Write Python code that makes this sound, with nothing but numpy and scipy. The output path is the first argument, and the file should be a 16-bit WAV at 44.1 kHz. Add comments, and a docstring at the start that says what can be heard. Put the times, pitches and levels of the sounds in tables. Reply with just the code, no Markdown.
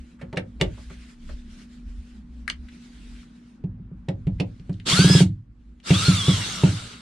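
"""A cordless drill whines over gear and brush noise, and the hollow plasterboard wall booms when its bit jumps
out of a screw head; before that, a hand knocks and clicks an electrical fitting into the wall.
The drill is speed-following tones over shaped noise, the wall a bank of decaying modes, each click a noise burst.
Shaped noise makes the rustling sleeves and still air; the house rumble adds a wandering drone, the mains hum
is sines. Everything is heard close, at two microphones."""
import sys
import numpy as np
from scipy import signal
from scipy.fft import rfft, irfft, next_fast_len
from scipy.io import wavfile
from scipy.ndimage import uniform_filter1d, map_coordinates

SR = 44100
rng = np.random.default_rng(int(sys.argv[2]) if len(sys.argv) > 2 else 0)


def to_wav(sig):
    """Store sig (one row per channel, or 1-D mono) as 16-bit WAV at the path in sys.argv[1].

    Samples outside -1..1 are clipped; the rate is SR.
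    """
    pcm = np.clip(np.atleast_2d(sig), -1, 1) * 32767
    pcm = np.round(pcm).astype(np.int16)
    wavfile.write(sys.argv[1], SR, pcm.T)  # frames by channels


N = 309141


def amp(db):
    """Gain of a level in dB."""
    return 10 ** (np.asarray(db) / 20)


def unit(x):
    """x at rms 1."""
    return x / np.sqrt(np.mean(x ** 2) + 1e-20)


def along(points, hz):
    """(frequency [Hz], value) points read on a log frequency axis."""
    f, v = np.transpose(points)
    return np.interp(np.log(hz + 1), np.log(f + 1), v)


def curves(rows):
    """One value per sample for each column after the time."""
    s, *cols = np.transpose(rows)
    return [np.interp(np.arange(N) / SR, s, c) for c in cols]


def wobble(rate):
    """A smooth random curve with rate knots a second."""
    knots = rng.standard_normal(int(N * rate / SR) + 4)
    return map_coordinates(knots, [np.arange(N) * rate / SR])


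def filtered(x, response):
    """x shaped by a complex response of frequency."""
    m = next_fast_len(x.shape[-1] + 8192)
    return irfft(rfft(x, m) * response(np.fft.rfftfreq(m, 1 / SR)), m)[..., :x.shape[-1]]


def resonance(f, centre_hz, width_hz):
    """Causal response of one resonance, 1 at its centre."""
    return 1j * f * width_hz / (centre_hz ** 2 - f * f + 1j * f * width_hz)


# stereo likeness of diffuse sound: (frequency [Hz], left-right correlation [0-1])
STEREO_LIKENESS = [(200, 0.96), (400, 0.73), (650, 0), (1400, 0.081), (3000, 0.64), (6000, 0)]


def rush(spectrum, patchy_db):
    """Diffuse stereo noise of rms 1, with random patches of gain in time and frequency."""
    z = signal.stft(rng.standard_normal((2, N)), nperseg=512)[2]
    patches = uniform_filter1d(rng.standard_normal(z.shape[1:]), size=5, axis=0)
    patches = uniform_filter1d(patches, size=8, axis=1)
    pair = signal.istft(z * amp(patchy_db * unit(patches)), nperseg=512)[1][:, :N]

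    def mid_side(hz):
        angle = np.arccos(np.clip(along(STEREO_LIKENESS, hz), -1, 1)) / 2
        return amp(along(spectrum, hz)) * [np.cos(angle), np.sin(angle)]

    mid, side = filtered(pair, mid_side)
    return unit(np.array([mid + side, mid - side]))


# decay of the room: (frequency [Hz], time to fall 60 dB [s])
ROOM_DECAY = [(300, 0.24), (1000, 0.15), (4000, 0.1), (12000, 0.088)]


def room(x):
    """Mono x in a fresh stereo noise tail in which each frequency dies at its own speed."""
    hz, t, z = signal.stft(rng.standard_normal((2, SR // 4)), SR, nperseg=256)
    decay = amp(-60 * t / along(ROOM_DECAY, hz)[:, None])
    tail = signal.istft(z * decay, SR, nperseg=256)[1]
    delayed = np.pad(x, (130, 0))[None]  # the tail starts 130 samples late
    return signal.fftconvolve(delayed, tail / np.linalg.norm(tail[0]), axes=1)


# one list per trigger pull: (time [s], gear mesh frequency [Hz], gear noise level [dB])
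TRIGGER_PULLS = [
    [(4.85, 251.4, -47.5), (4.868, 328.5, -25), (4.9, 904.4, -22), (4.94, 1203, -23), (4.99, 1478, -23.5),
     (5.05, 1621, -27.5), (5.12, 1704, -27.5), (5.17, 1673, -28), (5.2, 1607, -28.5), (5.225, 1476, -32),
     (5.25, 1310, -46), (5.31, 992, -69)],
    [(5.83, 397, -58), (5.872, 852.5, -34.5), (5.896, 913, -30), (5.922, 925.7, -32), (5.945, 1109, -27.5),
     (5.975, 1225, -27.5), (6.015, 1255, -29), (6.055, 1399, -28), (6.075, 1428, -27.5), (6.236, 1069, -31),
     (6.258, 1136, -31.5), (6.29, 1160, -30.5), (6.414, 963.5, -31), (6.5, 795, -32), (6.62, 606.5, -33),
     (6.75, 850, -37.5), (6.87, 480, -41.5), (7.01, 341.1, -49)],
]
# gear noise spectrum: (frequency [Hz], relative level [dB per Hz])
GEAR_SPECTRUM = [(200, -40), (400, -16.5), (734, -18), (1320, -7), (1850, -14), (2170, -10.5), (2530, -12),
                 (3410, -7.5), (4940, -12), (5460, -11.5), (8610, -13), (10200, -19), (10900, -33),
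                 (13800, -34), (15000, -48.5)]
# drill housing resonances: (frequency [Hz], width [Hz], lift over the noise [dB])
HOUSING_MODES = [(1430, 250, 3), (2250, 130, 2), (2790, 90, 5), (3450, 150, 3), (3850, 90, 5),
                 (4250, 80, 3), (4500, 90, 6), (5500, 200, 3), (7500, 300, 2)]
# housing radiation of the mesh tone: (tone frequency [Hz], level over the gear noise [dB])
MESH_RADIATION = [(330, -13), (700, -19), (1000, -19), (1150, -8), (1250, -9.5), (1450, 2), (1600, -4.5),
                  (1710, -6.5)]
# housing radiation of the tone at three times the mesh: (tone frequency [Hz], level over the gear noise [dB])
THIRD_RADIATION = [(1800, -27.5), (2600, -25), (2760, -2), (2900, -11), (3280, 4), (3550, 3), (3750, -3),
                   (3980, -14.5), (4220, 4.5), (4450, 3), (4700, 0.5), (4930, -8), (5110, 8)]
# stereo lean of the drill: (frequency [Hz], left minus right level [dB])
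DRILL_BALANCE = [(60, 1), (180, 2.5), (540, -4), (1640, 3.5), (4950, -1.5), (14900, -0.5)]
TONE_END_S, TONE_FALL_DB_PER_S = (5.2, 6.95), 500  # in each pull the tones begin to fade at these times [s], then fall steadily [dB per s]


def mesh_tones(mesh_hz, tone_db, turn):
    """Gear teeth sing at 1, 2, 3 and 6 times the mesh frequency, as loud as the housing radiates each."""
    mesh_db = tone_db + along(MESH_RADIATION, mesh_hz)
    third_db = tone_db + along(THIRD_RADIATION, 3 * mesh_hz)
    tones = amp(mesh_db + .8 * wobble(40)) * np.sin(turn)
    tones += amp(third_db + .8 * wobble(40)) * np.sin(3 * turn)
    # the even multiples swell as they cross a resonance of the housing
    second = abs(resonance(2 * mesh_hz, 3300, 500)) ** 2 + .5 * abs(resonance(2 * mesh_hz, 1380, 200)) ** 2
    tones += amp(tone_db - 2 + wobble(40)) * second * np.sin(2 * turn)
    sixth = sum(abs(resonance(6 * mesh_hz, hz, 400)) ** 2 for hz in (9600, 5500, 4400, 3800))
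    return tones + amp(tone_db - 11) * sixth * np.sin(6 * turn)


def gear_noise(mesh_hz, noise_db, turn):
    """Gear and brush noise throbs once per rotor turn (nine teeth) and brightens with speed."""
    def shell(f):
        return 1 + sum((amp(db) - 1) * abs(resonance(f, c, w)) for c, w, db in HOUSING_MODES)

    throb = 1 + 0.075 * np.sin(turn / 9)
    gears = filtered(rush(GEAR_SPECTRUM, patchy_db=2.5) * throb * amp(0.46 * wobble(60)), shell)
    treble = filtered(gears, lambda f: f ** 2 / (f ** 2 + 4500 ** 2))
    bright = amp(5.5 * np.log2(mesh_hz / 1100))  # 5.5 dB per octave of speed
    return amp(noise_db) * unit(gears - treble + bright * treble)


def panel_shake(noise_db):
    """The turning screw shakes the panel without a break: noise through three low panel resonances."""
    def panel(f):
        return resonance(f, 184, 24) + 0.33 * resonance(f, 160, 46) + 0.13 * resonance(f, 270, 53)

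    return amp(noise_db - 8.0) * unit(filtered(rng.standard_normal(N), panel))


def drill():
    """Each trigger pull sets the motor speed, which carries mesh tones, gear noise and panel shake."""
    out, t = np.zeros((2, N)), np.arange(N) / SR

    def lean(f):
        return amp(np.outer([.5, -.5], along(DRILL_BALANCE, f)))

    for rows, tone_end_s in zip(TRIGGER_PULLS, TONE_END_S):
        mesh_hz, noise_db = curves(rows)
        tone_db = noise_db - TONE_FALL_DB_PER_S * np.maximum(t - tone_end_s, 0)
        start_s, end_s = rows[0][0], rows[-1][0]
        fade_in = np.clip((t - start_s) / .012, 0, 1)
        fade_out = np.clip((end_s - t) / .02 + (end_s > 7), 0, 1)  # a pull lasting past 7 s has no fade
        on = fade_in * fade_out
        turn = 2 * np.pi * np.cumsum(mesh_hz * (1 + .0015 * wobble(120))) / SR  # mesh phase [rad]
        tones = mesh_tones(mesh_hz, tone_db, turn)
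        gears = gear_noise(mesh_hz, noise_db, turn)
        out += on * panel_shake(noise_db)
        out += on * filtered(gears + tones, lean)
        out += amp(-15) * room(on * tones)[:, :N]
    return out


# blows on the wall panel: (time [s], level [dB], contact [ms])
WALL_BLOWS = [(.224, -24.5, 0.39), (.326, -24.5, 0.42), (0.3653, -17, 0.35), (0.6091, -10, 0.33),
              (0.901, -31.5, 1.8), (3.638, -13, 1.45), (3.795, -21, 3.9), (3.913, -24.5, 1.5),
              (4.083, -11, 0.52), (4.19, -27.5, 2.2), (4.267, -6, 2.46), (4.397, -11.5, 0.55),
              (4.596, -28, 2.1), (4.6919, -12.5, 1.3), (4.801, -35, 2.1), (4.902, -25, 1.5),
              (4.926, -7, 2.5), (4.988, 0.5, 0.31), (5.043, 1, 0.58), (5.097, -.5, 0.39),
              (5.1485, -0.5, 0.26), (5.2038, 1.5, 0.41), (5.903, 0.5, 0.21), (6.0798, 2, 2.04),
              (6.2796, 0, 1.1), (6.6334, 1.5, 0.2)]
# wall panel and cavity modes: (frequency [Hz], relative level [dB], time to fall 60 dB [s],
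# first swing [1 outward, -1 inward])
WALL_MODES = [(62, -35, .43, 1), (69.5, -19, .16, -1), (83.5, -10, .081, 1), (85.5, -16.6, .32, -1),
              (99.9, -14, .37, -1), (103.9, -23, .55, 1), (115, -20, .55, -1), (128.8, -19, .27, -1),
              (143.2, -22, .39, 1), (153.1, -14, .25, 1), (161.7, -15.7, .28, 1), (170.9, -25, .4, 1),
              (184, -9, .24, -1), (197.2, -17, .18, 1), (245.4, -34, .38, -1), (275.7, -22, .2, -1),
              (310.3, -19, .116, 1), (309.2, -23, .27, -1), (329.5, -27.5, .22, -1), (373.6, -27, .14, 1),
              (390.7, -19, .066, 1), (500, -28, .043, -1), (550, -29, .062, -1), (707, -24, .03, 1),
              (900, -27, .03, -1)]


def wall():
    """Every blow rings the same panel modes; a longer contact loses the upper ones."""
    out, t = np.zeros(N + SR), np.arange(SR // 2) / SR
    onset = 1 - np.exp(-t / 0.00077)
    for s, db, contact_ms in WALL_BLOWS:
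        ring = np.zeros(len(t))
        for hz, level, t60, way in WALL_MODES:
            soft = 1 / (1 + (hz * contact_ms / 700) ** 2)
            decay = amp(level + rng.normal(0, 1.0) - 60 * t / t60)  # each mode varies from blow to blow
            ring += np.sign(way) * soft * decay * np.sin(2 * np.pi * hz * t)
        out[round(s * SR):][:len(t)] += amp(db) * ring * onset
    # the room returns mainly the upper modes
    upper = filtered(out[:N], lambda f: (1j * f / (500 + 1j * f)) ** 4)
    return out[:N] * amp([[-.4], [.4]]) + amp(2.5) * room(upper)[:, :N]


# clicks and scrapes of metal and plastic: (time [s], peak level [dB], centre [Hz], time to fall 60 dB [ms],
# box rattle against the crack [dB], left minus right level [dB])
FITTING_CLICKS = [(0.187, -49, 1360, 280, -10, 0), (0.359, -43, 3280, 45, -12, -2),
                  (0.597, -37, 2530, 220, 5, -5), (.212, -38, 1960, 54, 3.5, -4),
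                  (0.3274, -34.5, 2190, 28, 6, -0.5), (0.3706, -17, 2120, 32, -3.5, -2),
                  (.6117, -10.5, 2400, 16.4, -5.5, 2), (.771, -46.5, 1060, 150, -2.5, 0),
                  (0.8983, -43, 1380, 59, -2.5, 1), (1.29, -40.5, 1300, 52, -2, 2),
                  (2.4781, -16.5, 1807, 14.7, -34.5, 7.5), (2.499, -15, 3800, 14, -36.5, -7.5),
                  (2.501, -22, 1883, 9.8, -39, 13), (2.6844, -42, 2100, 36, -32, 3),
                  (3.23, -49.5, 1460, 17, -36, 13), (3.6383, -53.5, 2490, 32, 12, -4.5),
                  (4.0858, -28.5, 2460, 24.5, 0, -2), (4.2678, -40, 2200, 43, 8, -1),
                  (4.384, -51, 2184, 60, -12, 3), (4.3987, -21, 2594, 38.4, -1.5, -5),
                  (4.596, -49, 3060, 14, -19.5, 4.5), (4.6946, -43, 1780, 21, 3, 1),
                  (4.7282, -47.5, 4370, 20, -31, 0), (4.7407, -47, 3410, 9, -26.5, 8),
                  (4.7988, -39, 2440, 15, -28, 4.5), (5.83, -54, 2970, 11, -28, -8),
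                  (5.8003, -50, 2660, 17, -31, 7), (5.906, -19, 2430, 32, -4.5, 11),
                  (6.0825, -30, 2550, 32, -1.5, -5), (6.2815, -27.5, 2500, 19, -1, 2),
                  (6.6352, -23.5, 2500, 25, -1, -1)]
# wall box resonances: (frequency [Hz], width [Hz], level [dB])
BOX_MODES = [(284.7, 15, 1.5), (371.4, 37, -3), (529, 105, -1), (642, 130, -3.5), (810, 220, -9)]


def clicks():
    """A noise burst around its own pitch, the rattle of the wall box and the answer of the room."""
    out, t = np.zeros((2, N + SR)), np.arange(SR // 4) / SR

    def box(f):
        modes = sum((-1) ** k * amp(db) * resonance(f, c, w) for k, (c, w, db) in enumerate(BOX_MODES))
        return modes * resonance(f, 310, 500)

    for s, db, centre_hz, length_ms, box_db, pan_db in FITTING_CLICKS:
        def body(f):
            low = resonance(f, centre_hz, 0.63 * centre_hz) ** 2 + 0.31 * resonance(f, 1.405 * centre_hz, 1200)
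            fixed = 0.055 * resonance(f, 8000, 6000) + 0.04 * resonance(f, 1200, 990)
            return (low + fixed) * resonance(f, 2500, 8800) / (1 + (f / 10300) ** 12)

        # a longer scrape also starts more softly
        burst = rng.standard_normal((2, len(t))) * (1 - np.exp(-t * 1000 / (.05 * length_ms)))
        crack = filtered(burst[0] * amp(-60 * t * 1000 / length_ms), body)
        rattle = filtered(burst[1] * (amp(-60 * t / 0.092) + 1.3 * amp(-60 * t / 0.005)), box)
        dry = amp(db) * (crack / abs(crack).max() + amp(box_db) * rattle / abs(rattle).max())
        wet = amp(-4.5) * room(dry)
        at = round(s * SR)
        out[:, at:at + len(t)] += dry * amp([[pan_db / 2], [-pan_db / 2]])
        out[:, at:at + wet.shape[1]] += wet
    return out[:, :N]


def swells(rows, slopes):
    """Gain of each (start, end, level) row: a rise, a hold and a fall, both slopes steady in dB."""
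    start, end, db = np.transpose(rows)[:3, :, None]
    t = np.arange(N) / SR
    return amp(db - slopes[0] * np.maximum(start - t, 0) - slopes[1] * np.maximum(t - end, 0))


# strokes of the sleeves: (start [s], end [s], level [dB])
SLEEVE_STROKES = [(0, .11, -64), (.35, .6, -72), (.72, 1.1, -56), (1.28, 1.37, -56), (1.52, 1.62, -56),
                  (1.73, 1.77, -60), (1.9, 2.16, -63), (2.38, 2.42, -66), (2.5, 2.62, -67),
                  (2.73, 3.24, -58), (3.3, 3.52, -66.5), (4.1, 4.5, -75), (4.5, 5.3, -68.5),
                  (5.65, 7.01, -77.5)]
# cloth noise spectrum: (frequency [Hz], relative level [dB per Hz])
CLOTH_SPECTRUM = [(290, -9), (500, -8.5), (544, -48), (591, -8.5), (898, -10.5), (1500, 0.5), (3780, -2),
                  (9090, -11), (14000, -37)]


def sleeves():
    """Cloth rubs in strokes of patchy noise over a faint constant rustle."""
    strokes = swells(SLEEVE_STROKES, slopes=(90, 160))  # rise and fall [dB per s]
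    level = (strokes.max(axis=0) + amp(-89.5)) * amp(1.3 * wobble(30))
    return level * rush(CLOTH_SPECTRUM, patchy_db=2.3)


# lumps of low rumble: (start [s], end [s], level [dB], centre [Hz])
RUMBLE_LUMPS = [(0, 0.017, -41, 58.2), (0.283, .55, -48, 58.76), (.63, .73, -30.5, 57.36),
                (.8, 1.028, -39.5, 57.85), (1.28, 1.356, -32.5, 26.56), (1.4, 1.554, -45, 31.74),
                (1.697, 1.764, -45, 49.8), (1.882, 2.002, -34, 43.5), (2.05, 2.248, -43.5, 53),
                (2.29, 2.657, -39, 59.46), (3.028, 3.177, -38, 45.34), (3.683, 3.742, -43.5, 51.7),
                (3.85, 4.05, -45.5, 56.9), (4.26, 4.372, -31, 55.2), (4.449, 5.353, -46.5, 57.5),
                (5.494, 5.75, -48.5, 51.63), (6.0, 6.86, -46.5, 57.5)]
# rumble noise spectrum: (frequency [Hz], relative level [dB per Hz])
HOUSE_SPECTRUM = [(12, -36), (20, -4.5), (33, -5.5), (54, 4), (74, -2), (91, -34.5), (130, -20), (170, -61),
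                  (290, -120)]


def house_rumble():
    """The house rumbles in lumps: low noise and a wandering drone of changing pitch."""
    lumps = swells(RUMBLE_LUMPS, slopes=(150, 200))  # rise and fall [dB per s]
    # the loudest lump dominates the pitch
    centre_hz = np.transpose(RUMBLE_LUMPS)[-1] @ lumps / lumps.sum(axis=0)
    phase = 2 * np.pi * np.cumsum(centre_hz * (1 + 0.0824 * wobble(7.9))) / SR
    drone = np.sin(phase) * amp(1.2 * wobble(11))
    noise = rush(HOUSE_SPECTRUM, patchy_db=1.4)
    return (lumps.max(axis=0) + amp(-56)) * (0.5 * noise + 0.71 * drone)


# hum level: (time [s], level [dB])
HUM_LEVEL = [(0, -47.5), (1, -49), (2, -46), (3, -47), (4.9, -50), (5.35, -62.5), (5.85, -56), (7.01, -49)]


def mains_hum():
    """A hum near 240 Hz drones with a weaker, less steady tone near 211 Hz."""
    t, (hum_db,) = np.arange(N) / SR, curves(HUM_LEVEL)
    hum = amp(hum_db + 1.5 * wobble(7)) * np.sin(2 * np.pi * 240.3 * t + .25 * wobble(6))
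    low_db = hum_db - 12.0 + 4.8 * wobble(11)
    return hum + amp(low_db) * np.sin(2 * np.pi * 211 * t + 0.46 * wobble(8.6))


# still air spectrum: (frequency [Hz], relative level [dB per Hz])
AIR_SPECTRUM = [(60, -37.5), (100, -8.5), (150, -2), (210, 1.5), (290, -5.5), (400, -18.5), (600, -24),
                (1500, -26), (10000, -64.5), (11000, -100)]


def still_air():
    """Room tone is diffuse noise that follows the hum level at about half its dB swing."""
    (hum_db,) = curves(HUM_LEVEL)
    return amp(0.55 * hum_db - 26.5) * rush(AIR_SPECTRUM, patchy_db=1.8)


def scene():
    """All sources at the two microphones."""
    return drill() + wall() + clicks() + sleeves() + house_rumble() + mains_hum() + still_air()


def record(dry):
    """Nothing passes from the band limit of 15200 Hz upward."""
    return filtered(dry, lambda hz: hz < 15200)


dry = scene()
out = record(dry)
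to_wav(out)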